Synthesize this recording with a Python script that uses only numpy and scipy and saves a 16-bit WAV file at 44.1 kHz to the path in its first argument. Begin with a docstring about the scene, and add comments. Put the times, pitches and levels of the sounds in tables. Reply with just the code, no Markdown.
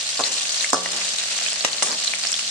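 """Chicken sizzles in hot oil in a steel pan, close to a microphone pair in a small kitchen.
Tiny steam bursts are filtered random impulses; bubbles are short, slightly rising rings.
Water spits dully, oil films tick; a metal spatula knocks (filtered clicks, decaying modes) and scrapes,
and meat drops softly once. Filtered noise rumbles under a wavering hum.
A look-ahead limiter ducks the sizzle around the hardest knocks.
"""
import sys
import numpy as np
from scipy import signal
from scipy.fft import rfft, irfft
from scipy.io import wavfile
from scipy.ndimage import uniform_filter1d

SR = 44100
rng = np.random.default_rng(int(sys.argv[2]) if len(sys.argv) > 2 else 0)


def output_pcm(signal):
    """Save a mono or channel-first signal as 16-bit PCM at the path in sys.argv[1].

    Samples are clipped to [-1, 1] before scaling.
    """
    pcm = np.clip(np.atleast_2d(signal).T, -1, 1) * 32767
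    wavfile.write(sys.argv[1], SR, np.round(pcm).astype(np.int16))


N = 110250  # samples, 2.5 s


def amp(db):
    """Decibels to gain."""
    return 10 ** (np.asarray(db) / 20)


def evened(x):
    """Scales to rms 1."""
    return x / np.sqrt(np.mean(x ** 2) + 1e-20)


def decay(t, t60_s):
    """Exponential decay, 60 dB down at t60_s."""
    return np.exp(-np.log(1000) * t / t60_s)


def read(points, hz):
    """Reads a table on a log-frequency axis."""
    table_hz, value = np.transpose(points)
    return np.interp(np.log(hz + 1), np.log(table_hz), value)


def level(points):
    """Gain over time from rows of seconds and dB."""
    return amp(np.interp(np.arange(N) / SR, *np.transpose(points)))


def add(mix, start_s, sound):
    """Adds a stereo sound at start_s."""
    part = mix[:, max(round(start_s * SR), 0):][:, :sound.shape[-1]]
    part += sound[..., :part.shape[1]]


def convolve(a, b):
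    """Convolution along time, no longer than the scene."""
    return signal.fftconvolve(np.atleast_2d(a), np.atleast_2d(b), axes=1)[:, :N]


def click(colour, size=4096):
    """A causal (minimum-phase) click of unit energy with the given colour."""
    hz = abs(np.fft.fftfreq(size, 1 / SR))
    log_gain = np.log(amp(read(colour, hz)))
    spectrum = np.exp(np.conj(signal.hilbert(log_gain)))
    pulse = np.fft.ifft(spectrum).real[:size // 2]
    return pulse / np.linalg.norm(pulse)


BOWL_T60_S, BOWL_DB, ROOM_T60_S, ROOM_DB = 0.021, 3, 0.23, -7.5  # dB re direct sound


def space(bowl_db, room_db):
    """Path from one spot in the pan to both ports: direct, quick echoes off the steel, kitchen."""
    t = np.arange(SR // 2) / SR
    path = np.zeros((2, len(t)))
    path[[0, 1], rng.integers(0, 7, 2)] = 1  # direct sound, 0-6 samples late
    for db, t60_s, density in ((bowl_db, BOWL_T60_S, .2), (room_db, ROOM_T60_S, .08)):
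        sparse = rng.random(path.shape) < density
        taps = rng.standard_normal(path.shape) * sparse * decay(t, t60_s)
        path = path + amp(db) * taps / np.linalg.norm(taps, axis=1, keepdims=True)
    return path / np.sqrt(np.sum(path ** 2) / 2)


def open_air():
    """Path from the surface of the oil: more direct, weaker echoes off the steel."""
    return space(bowl_db=-2, room_db=-6)


def bursts(per_s, spread_db, largest):
    """Random impulses, many small and a few large; largest caps the size in units of spread_db."""
    hits = rng.random(N) < per_s / SR
    size_db = spread_db * np.minimum(rng.exponential(1, N), largest)
    return hits * amp(size_db) * rng.choice([-1, 1], N)


# Colour of the sizzle. Each row: frequency in Hz, relative level in dB per Hz.
SIZZLE_COLOUR = [(100, -56), (300, -31.5), (600, -8.5), (900, -14.5), (1400, -8.5), (2400, -5), (4000, 1),
                 (5500, 0.5), (7600, 0), (9000, -6.5), (10200, -18), (12000, -29), (15500, -37.5)]
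SIZZLE_DB, PAN_BUZZ_DB = -26, -53  # rms before the heat curve
BURSTS_PER_S, BURST_SPREAD_DB, FLURRY_RMS_DB = 2400, 3.2, 1.2


def sizzle(count=10):
    """Steam bursts come in flurries at many spots in the oil; they also set the pan ringing faintly."""
    wander = evened(uniform_filter1d(rng.standard_normal(N), size=600))
    flurries = amp(FLURRY_RMS_DB * wander)
    spots = [flurries * bursts(BURSTS_PER_S / count, BURST_SPREAD_DB, largest=3.8) for _ in range(count)]
    placed = sum(convolve(spot, space(BOWL_DB, ROOM_DB)) for spot in spots)
    crackle = evened(convolve(placed, click(SIZZLE_COLOUR)))
    buzz = evened(convolve(sum(spots), pan_ring()))
    return amp(SIZZLE_DB) * crackle + amp(PAN_BUZZ_DB) * buzz


BUBBLE_PEAK_CYCLES, BUBBLE_GLIDE, FILM_SNAP_GAIN = 1.9, .06, .7


def bubble(hz):
    """The film snaps and the cavity rings for a few cycles, rising slightly."""
    t = np.arange(SR // 40) / SR
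    age = hz * t / BUBBLE_PEAK_CYCLES
    envelope = age * np.exp(1 - age)
    glide = 1 + BUBBLE_GLIDE * (np.tanh(age / 2) - .5)
    ring = envelope * np.sin(2 * np.pi * hz * t * glide)
    return ring + FILM_SNAP_GAIN * click(SIZZLE_COLOUR)[:len(t)]


BUBBLES_DB, BUBBLES_PER_S, BUBBLE_SPREAD_DB = -29.8, 650, 5.5  # rms before the heat curve
BUBBLE_MEDIAN_HZ, BUBBLE_SPREAD_OCTAVES, BUBBLE_MAX_HZ = 4460, 0.364, 8500


def bubbling(count=48):
    """Small bubbles of many sizes, their pitches spread in a bell around the typical one."""
    share = (np.arange(count) + rng.uniform(.2, .8, count)) / count
    octaves = BUBBLE_SPREAD_OCTAVES * np.log(share / (1 - share)) / 2  # logistic quantiles
    pitches_hz = np.minimum(BUBBLE_MEDIAN_HZ * 2 ** octaves, BUBBLE_MAX_HZ)
    out = np.zeros((2, N))
    for hz in pitches_hz:
        train = bursts(BUBBLES_PER_S / count, BUBBLE_SPREAD_DB, largest=2.5)
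        out += np.sqrt(hz) * convolve(convolve(train, bubble(hz)), open_air())
    return amp(BUBBLES_DB) * evened(out)


# Largest bubbles. Each row: start in seconds, relative level in dB, pitch in Hz, left-right in dB.
LARGE_BUBBLES = [(0.1752, -9, 4700, -1), (0.238, -6, 4050, 8), (0.382, -9, 4160, 5), (0.608, -9, 3900, 4),
                 (0.644, -12, 2040, 0.5), (1.014, -14.5, 2500, -2), (1.1857, -8, 3930, 3),
                 (1.4633, -13, 2520, -6), (1.521, -12, 4800, -1), (1.608, -12, 4200, -0.5),
                 (1.7307, -11, 4230, 7), (1.7836, -10.5, 4180, 11), (1.916, -8.5, 4800, -2),
                 (2.0268, -13.5, 4180, -9), (2.078, -8, 3860, -8), (2.1183, -9, 4170, 1),
                 (2.1362, -17, 2253, 11), (2.237, -7, 4600, -3), (2.2705, -6.5, 5300, -5),
                 (2.3289, -5, 5430, 0), (2.3406, -10, 3400, -3), (2.393, -12.5, 2810, -3),
                 (2.478, -11.5, 4060, -8)]
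POP_DB = -1.5  # added to each row


def pops():
    """Single large bubbles that stand out of the sizzle."""
    out = np.zeros((2, N))
    for start_s, db, hz, pan_db in LARGE_BUBBLES:
        side_db = np.array([[pan_db], [-pan_db]]) / 2
        add(out, start_s, amp(POP_DB + db + side_db) * convolve(bubble(hz), open_air()))
    return out


# Loud spits of water under the meat. Each row: start in seconds, relative level in dB.
LOUD_SPITS = [(0.237, -17.5), (0.296, -23), (0.608, -20), (0.644, -17), (1.015, -18), (1.035, -23),
              (1.211, -23), (1.233, -19), (1.286, -22), (1.258, -21), (1.415, -21), (1.464, -13.5),
              (1.524, -22), (1.572, -21), (1.607, -21), (1.745, -18), (2.137, -14), (2.168, -21),
              (2.237, -21), (2.25, -15.5), (2.392, -16)]
# Level of the small spits. Each row: time in seconds, relative level in dB.
SMALL_SPIT_LEVEL = [(0, -3.5), (.15, -3), (.28, -1), (.43, -8), (.62, 0), (.8, -9), (.98, 1), (1.15, -.5),
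                    (1.55, 1), (2.0, .5), (2.25, -.5), (2.5, -6)]
# Colour of a spit. Each row: frequency in Hz, relative level in dB per Hz.
SPIT_COLOUR = [(150, -31), (400, -9.5), (650, 3), (1000, -7), (1500, 0), (2300, 4), (3000, 5),
               (4500, -17.5), (9000, -27), (15000, -68)]
LOUD_SPIT_DB, SMALL_SPITS_DB, SMALL_SPITS_PER_S = 11.5, -37, 130  # levels before table and colour


def spitting(count=6):
    """Drops of water burst with a dull snap: a few loud ones among many faint ones."""
    small = np.zeros((2, N))
    for _ in range(count):
        train = bursts(SMALL_SPITS_PER_S / count, spread_db=3.5, largest=2.3)
        small += convolve(train, open_air())
    out = amp(SMALL_SPITS_DB) * level(SMALL_SPIT_LEVEL) * evened(small)
    for start_s, db in LOUD_SPITS:
        add(out, start_s, amp(LOUD_SPIT_DB + db) * space(bowl_db=-3.5, room_db=-12.5))
    return convolve(out, click(SPIT_COLOUR))


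# Bursting oil films. Each row: start in seconds, relative level in dB.
FILM_TICKS = [(0.341, -15.5), (0.607, -26), (0.64, -17), (0.646, -16), (0.704, -13.5), (0.919, -15.5),
              (1.503, -16), (1.531, -14), (1.864, -23), (2.025, -27), (2.045, -15), (2.064, -19.5),
              (2.153, -22), (2.237, -30), (2.27, -22), (2.318, -10.5), (2.392, -18)]
# Colour of a tick. Each row: frequency in Hz, relative level in dB per Hz.
TICK_COLOUR = [(500, -39), (2000, -18), (4500, -7), (7500, 9), (9000, 1), (10500, -22), (15000, -35)]
TICK_DB = 15  # added to each row


def ticks():
    """Oil films burst as bright single snaps above the sizzle."""
    out = np.zeros((2, N))
    for start_s, db in FILM_TICKS:
        add(out, start_s, amp(TICK_DB + db) * space(bowl_db=3, room_db=-4))
    return convolve(out, click(TICK_COLOUR))


# Spatula contacts, and meat dropped softly on the pan at 0.859 s. 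Each row: start in seconds,
# thud, clank and pan ring as relative levels in dB, centre of the clank in Hz,
# share of the ring time left by meat and blade.
CONTACTS = [(0.193, -13.5, -13, -15, 6500, 0.17), (0.1995, -11.5, -13, -15, 6500, 0.68),
            (0.208, -14.5, -13, -16, 6460, 0.49), (0.7319, 2.5, 2.5, -5.5, 6340, 0.9),
            (0.7431, -3, -2.5, -17, 5530, 1), (0.859, -18, -9.5, -32, 1700, 0.87),
            (1.648, -7.5, 1.5, -13, 2960, 0.13), (1.824, -13.5, -0.5, -21.5, 3580, 0.78),
            (1.8292, -14.5, 1, -20, 8000, 0.71)]
# Colour of a blow on the pan. Each row: frequency in Hz, relative level in dB per Hz.
THUD_COLOUR = [(25, -65), (70, -20), (150, -18), (270, -5), (400, -9.5), (550, 4), (750, -1.5), (900, -1.5),
               (1180, 3), (1550, -6.5), (2300, -29), (5000, -41), (15000, -62)]
THUD_DB, CLANK_DB, RING_DB, BOOM_DB = 14, 9.5, -14, -2  # added to each row
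BOOM_DB_PER_THUD_DB = 0.14


def knocks():
    """Each contact, by spatula or meat, sums a thud, a clank, a pan ring and a boom in the kitchen."""
    out = np.zeros((2, N))
    for start_s, thud_db, clank_db, ring_db, centre_hz, free in CONTACTS:
        thud = convolve(click(THUD_COLOUR), space(bowl_db=-3, room_db=-7))
        clank = convolve(blade(centre_hz), space(bowl_db=5, room_db=-1))
        add(out, start_s, amp(THUD_DB + thud_db) * thud)
        add(out, start_s, amp(CLANK_DB + clank_db) * clank)
        add(out, start_s, amp(RING_DB + ring_db) * pan_ring(free))
        add(out, start_s, amp(BOOM_DB + BOOM_DB_PER_THUD_DB * thud_db) * boom())
    return out


# Modes of the pan. Each row: frequency in Hz, relative level in dB, undamped t60 in seconds.
PAN_MODES = [(181.1, -23, 1.37), (273, -12, .2), (386, -8, 0.26), (443, -11, 0.39), (531.6, -11.5, 0.5),
             (646, -5.5, 0.18), (738, -9.5, 0.43), (850, -14, 0.13), (1030, -6, 0.13), (1149, 1.5, 0.25),
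             (1284, -9.5, 0.076), (1730, -12, 0.26), (5180, 1, 0.12), (6900, -7, .12)]


def pan_ring(free=1):
    """Steel pan modes as each port hears them; what rests on the steel shortens the ring."""
    t = np.arange(SR) / SR
    out = np.zeros((2, SR))
    for k, (hz, db, t60_s) in enumerate(PAN_MODES):
        phase_cycles = 0.1 * (rng.random((2, 1)) - .5)
        mode = np.sin(2 * np.pi * (hz * t + phase_cycles))
        out += (-1) ** k * amp(db) * decay(t, t60_s * free) * mode
    return out


# Modes of the blade. Each row: frequency in Hz, relative level in dB, t60 in seconds.
BLADE_MODES = [(1950, -4, 0.053), (2840, 2.5, 0.046), (3870, 4, 0.018), (5790, 1, .045), (6295, 6, 0.042),
               (6920, 1.5, 0.038), (7650, 0, 0.058), (8530, 2.5, 0.036), (8950, -3, 0.092)]
BLADE_CLICK_DB, BLADE_RING_DB = -3, -4


def blade(centre_hz):
    """The click of a contact and the short ring that it excites in the blade."""
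    blow = snap(centre_hz)
    t = np.arange(len(blow)) / SR
    modes = sum(amp(db) * decay(t, t60_s) * np.cos(2 * np.pi * hz * t) for hz, db, t60_s in BLADE_MODES)
    ring = convolve(blow, modes)[0, :len(t)]
    return amp(BLADE_CLICK_DB) * blow + amp(BLADE_RING_DB) * ring / np.linalg.norm(ring)


# Colour of the blade before focus. Each row: frequency in Hz, relative level in dB per Hz.
CLANK_COLOUR = [(30, -52), (200, 14), (1000, -4), (2000, 3), (3000, -4.5), (4600, 2), (5600, 3.5),
                (6300, 1), (7000, 3.5), (9000, 0), (10500, -13), (15000, -29)]
FOCUS_DB_PER_OCTAVE = 10


def snap(centre_hz):
    """A click on the blade, focused around a frequency set by the way it touches."""
    focused = [(hz, db - FOCUS_DB_PER_OCTAVE * abs(np.log2(hz / centre_hz))) for hz, db in CLANK_COLOUR]
    return click(focused)


# Reverberation after a knock. Each row: frequency in Hz, relative level in dB per Hz.
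BOOM_COLOUR = [(40, -24), (100, -4.5), (180, -2.5), (330, 0.5), (500, 6.5), (1100, 2.5), (2000, -11),
               (6000, -43)]
BOOM_T60_S, BOOM_RISE_S = 1.0, 0.012


def boom():
    """Diffuse low reverberation of the kitchen that builds up and dies away."""
    t = np.arange(SR) / SR
    envelope = (1 - np.exp(-t / BOOM_RISE_S)) * decay(t, BOOM_T60_S)
    tail = rng.standard_normal((2, SR)) * envelope
    return convolve(tail / np.linalg.norm(tail[0]), click(BOOM_COLOUR))


# Blade and meat sliding on steel. Each row: start in seconds, length in seconds, level in dB, centre in Hz.
SLIDES = [(0.222, 0.074, -22.5, 3900), (0.897, 0.13, -36, 890), (1.809, 0.12, -27, 7100),
          (1.828, 0.16, -34, 630)]


def scrapes():
    """Sliding rasps on the steel: dense random slips under a smooth stroke."""
    out = np.zeros((2, N))
    for start_s, length_s, db, centre_hz in SLIDES:
        slips = evened(bursts(per_s=2500, spread_db=2, largest=3))[:int(length_s * SR)]
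        stroke = slips * np.hanning(len(slips))
        rasp = convolve(stroke, snap(centre_hz))
        add(out, start_s, amp(db) * convolve(rasp, space(BOWL_DB, ROOM_DB)))
    return out


# Low background. Each row: frequency in Hz, relative level in dB per Hz.
RUMBLE_COLOUR = [(20, -25), (40, -11), (70, -6.5), (115, 3), (200, 1), (320, -3.5), (800, -24), (3000, -27)]
# Level of the hum. Each row: time in seconds, level in dB re HUM_DB.
HUM_CURVE = [(0, -3), (0.7, -5), (1.1, 1.5), (2.5, -0.5)]
RUMBLE_DB, HUM_DB, HUM_MEAN_HZ, HUM_WAVER = -55, -58.5, 225, 0.012  # waver: rms share of pitch


def kitchen():
    """Low noise rumble and a faint hum of wavering pitch."""
    rumble = evened(convolve(rng.standard_normal((2, N)), click(RUMBLE_COLOUR)))
    waver = evened(uniform_filter1d(rng.standard_normal(N), size=3000))
    hum_hz = HUM_MEAN_HZ * (1 + HUM_WAVER * waver)
    hum = evened(np.sin(2 * np.pi * np.cumsum(hum_hz) / SR))
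    return amp(RUMBLE_DB) * rumble + amp(HUM_DB) * level(HUM_CURVE) * hum


# Strength of the frying. Each row: time in seconds, relative level in dB.
HEAT_CURVE = [(0, -1), (.22, -1), (.42, 0), (.52, 1.5), (.7, 0.5), (.81, -3), (.95, 0), (1.5, 0),
              (1.7, -2.5), (2.0, -1), (2.05, 0), (2.18, -2), (2.38, 0), (2.5, -2)]


def scene():
    """Frying, spatula, meat and kitchen together."""
    frying = level(HEAT_CURVE) * (sizzle() + bubbling())
    handling = knocks() + scrapes()
    return frying + pops() + spitting() + ticks() + handling + kitchen()


# Unlike colour of the two ports. Each row: frequency in Hz, left-right in dB.
PORT_BALANCE = [(100, 0.5), (450, -0.5), (650, -3.5), (1300, -0.5), (3200, -1.5), (5000, -0.5), (7400, 4.5),
                (8200, -2.5), (9000, -7), (10500, -10), (12000, -3), (15000, -1)]
# Stereo width. Each row: frequency in Hz, gain of the left-right difference.
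DIFFERENCE_GAIN = [(60, 0.3), (250, 0.42), (500, .6), (1000, 1.23), (2000, 1.12), (15000, 0.84)]
LIMIT_DB, LIMIT_DB_PER_DB, LOOK_AHEAD_S = -14, 0.78, .017
PEAK_FALL_DB_PER_S, EDGE_HZ = 56, 15400  # fall of the held level, before the limiter slope


def record(dry):
    """Two ports of unlike colour, a look-ahead limiter, soft overload and the band limit."""
    hz = np.fft.rfftfreq(2 * N, 1 / SR)
    left, right = rfft(dry, 2 * N)
    mid = (left + right) / 2
    side = (left - right) / 2 * read(DIFFERENCE_GAIN, hz)
    tilt_db = read(PORT_BALANCE, hz) / 2
    ports = np.array([(mid + side) * amp(tilt_db), (mid - side) * amp(-tilt_db)])
    x = irfft(ports)[:, :N]

    power = uniform_filter1d((x ** 2).mean(0), size=500)
    power_db = 10 * np.log10(abs(power) + 1e-12)
    fall_db = np.arange(N) / SR * PEAK_FALL_DB_PER_S
    held_db = np.maximum.accumulate(power_db + fall_db) - fall_db
    over_db = uniform_filter1d(np.maximum(held_db - LIMIT_DB, 0), size=300)
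    ahead_db = np.interp(np.arange(N) + LOOK_AHEAD_S * SR, np.arange(N), over_db)
    x = np.tanh(x * amp(-LIMIT_DB_PER_DB * ahead_db))

    lowpass = signal.firwin(511, EDGE_HZ, window=("kaiser", 9), fs=SR)
    return signal.oaconvolve(x, lowpass[None], "same")


dry = scene()
out = record(dry)
output_pcm(out)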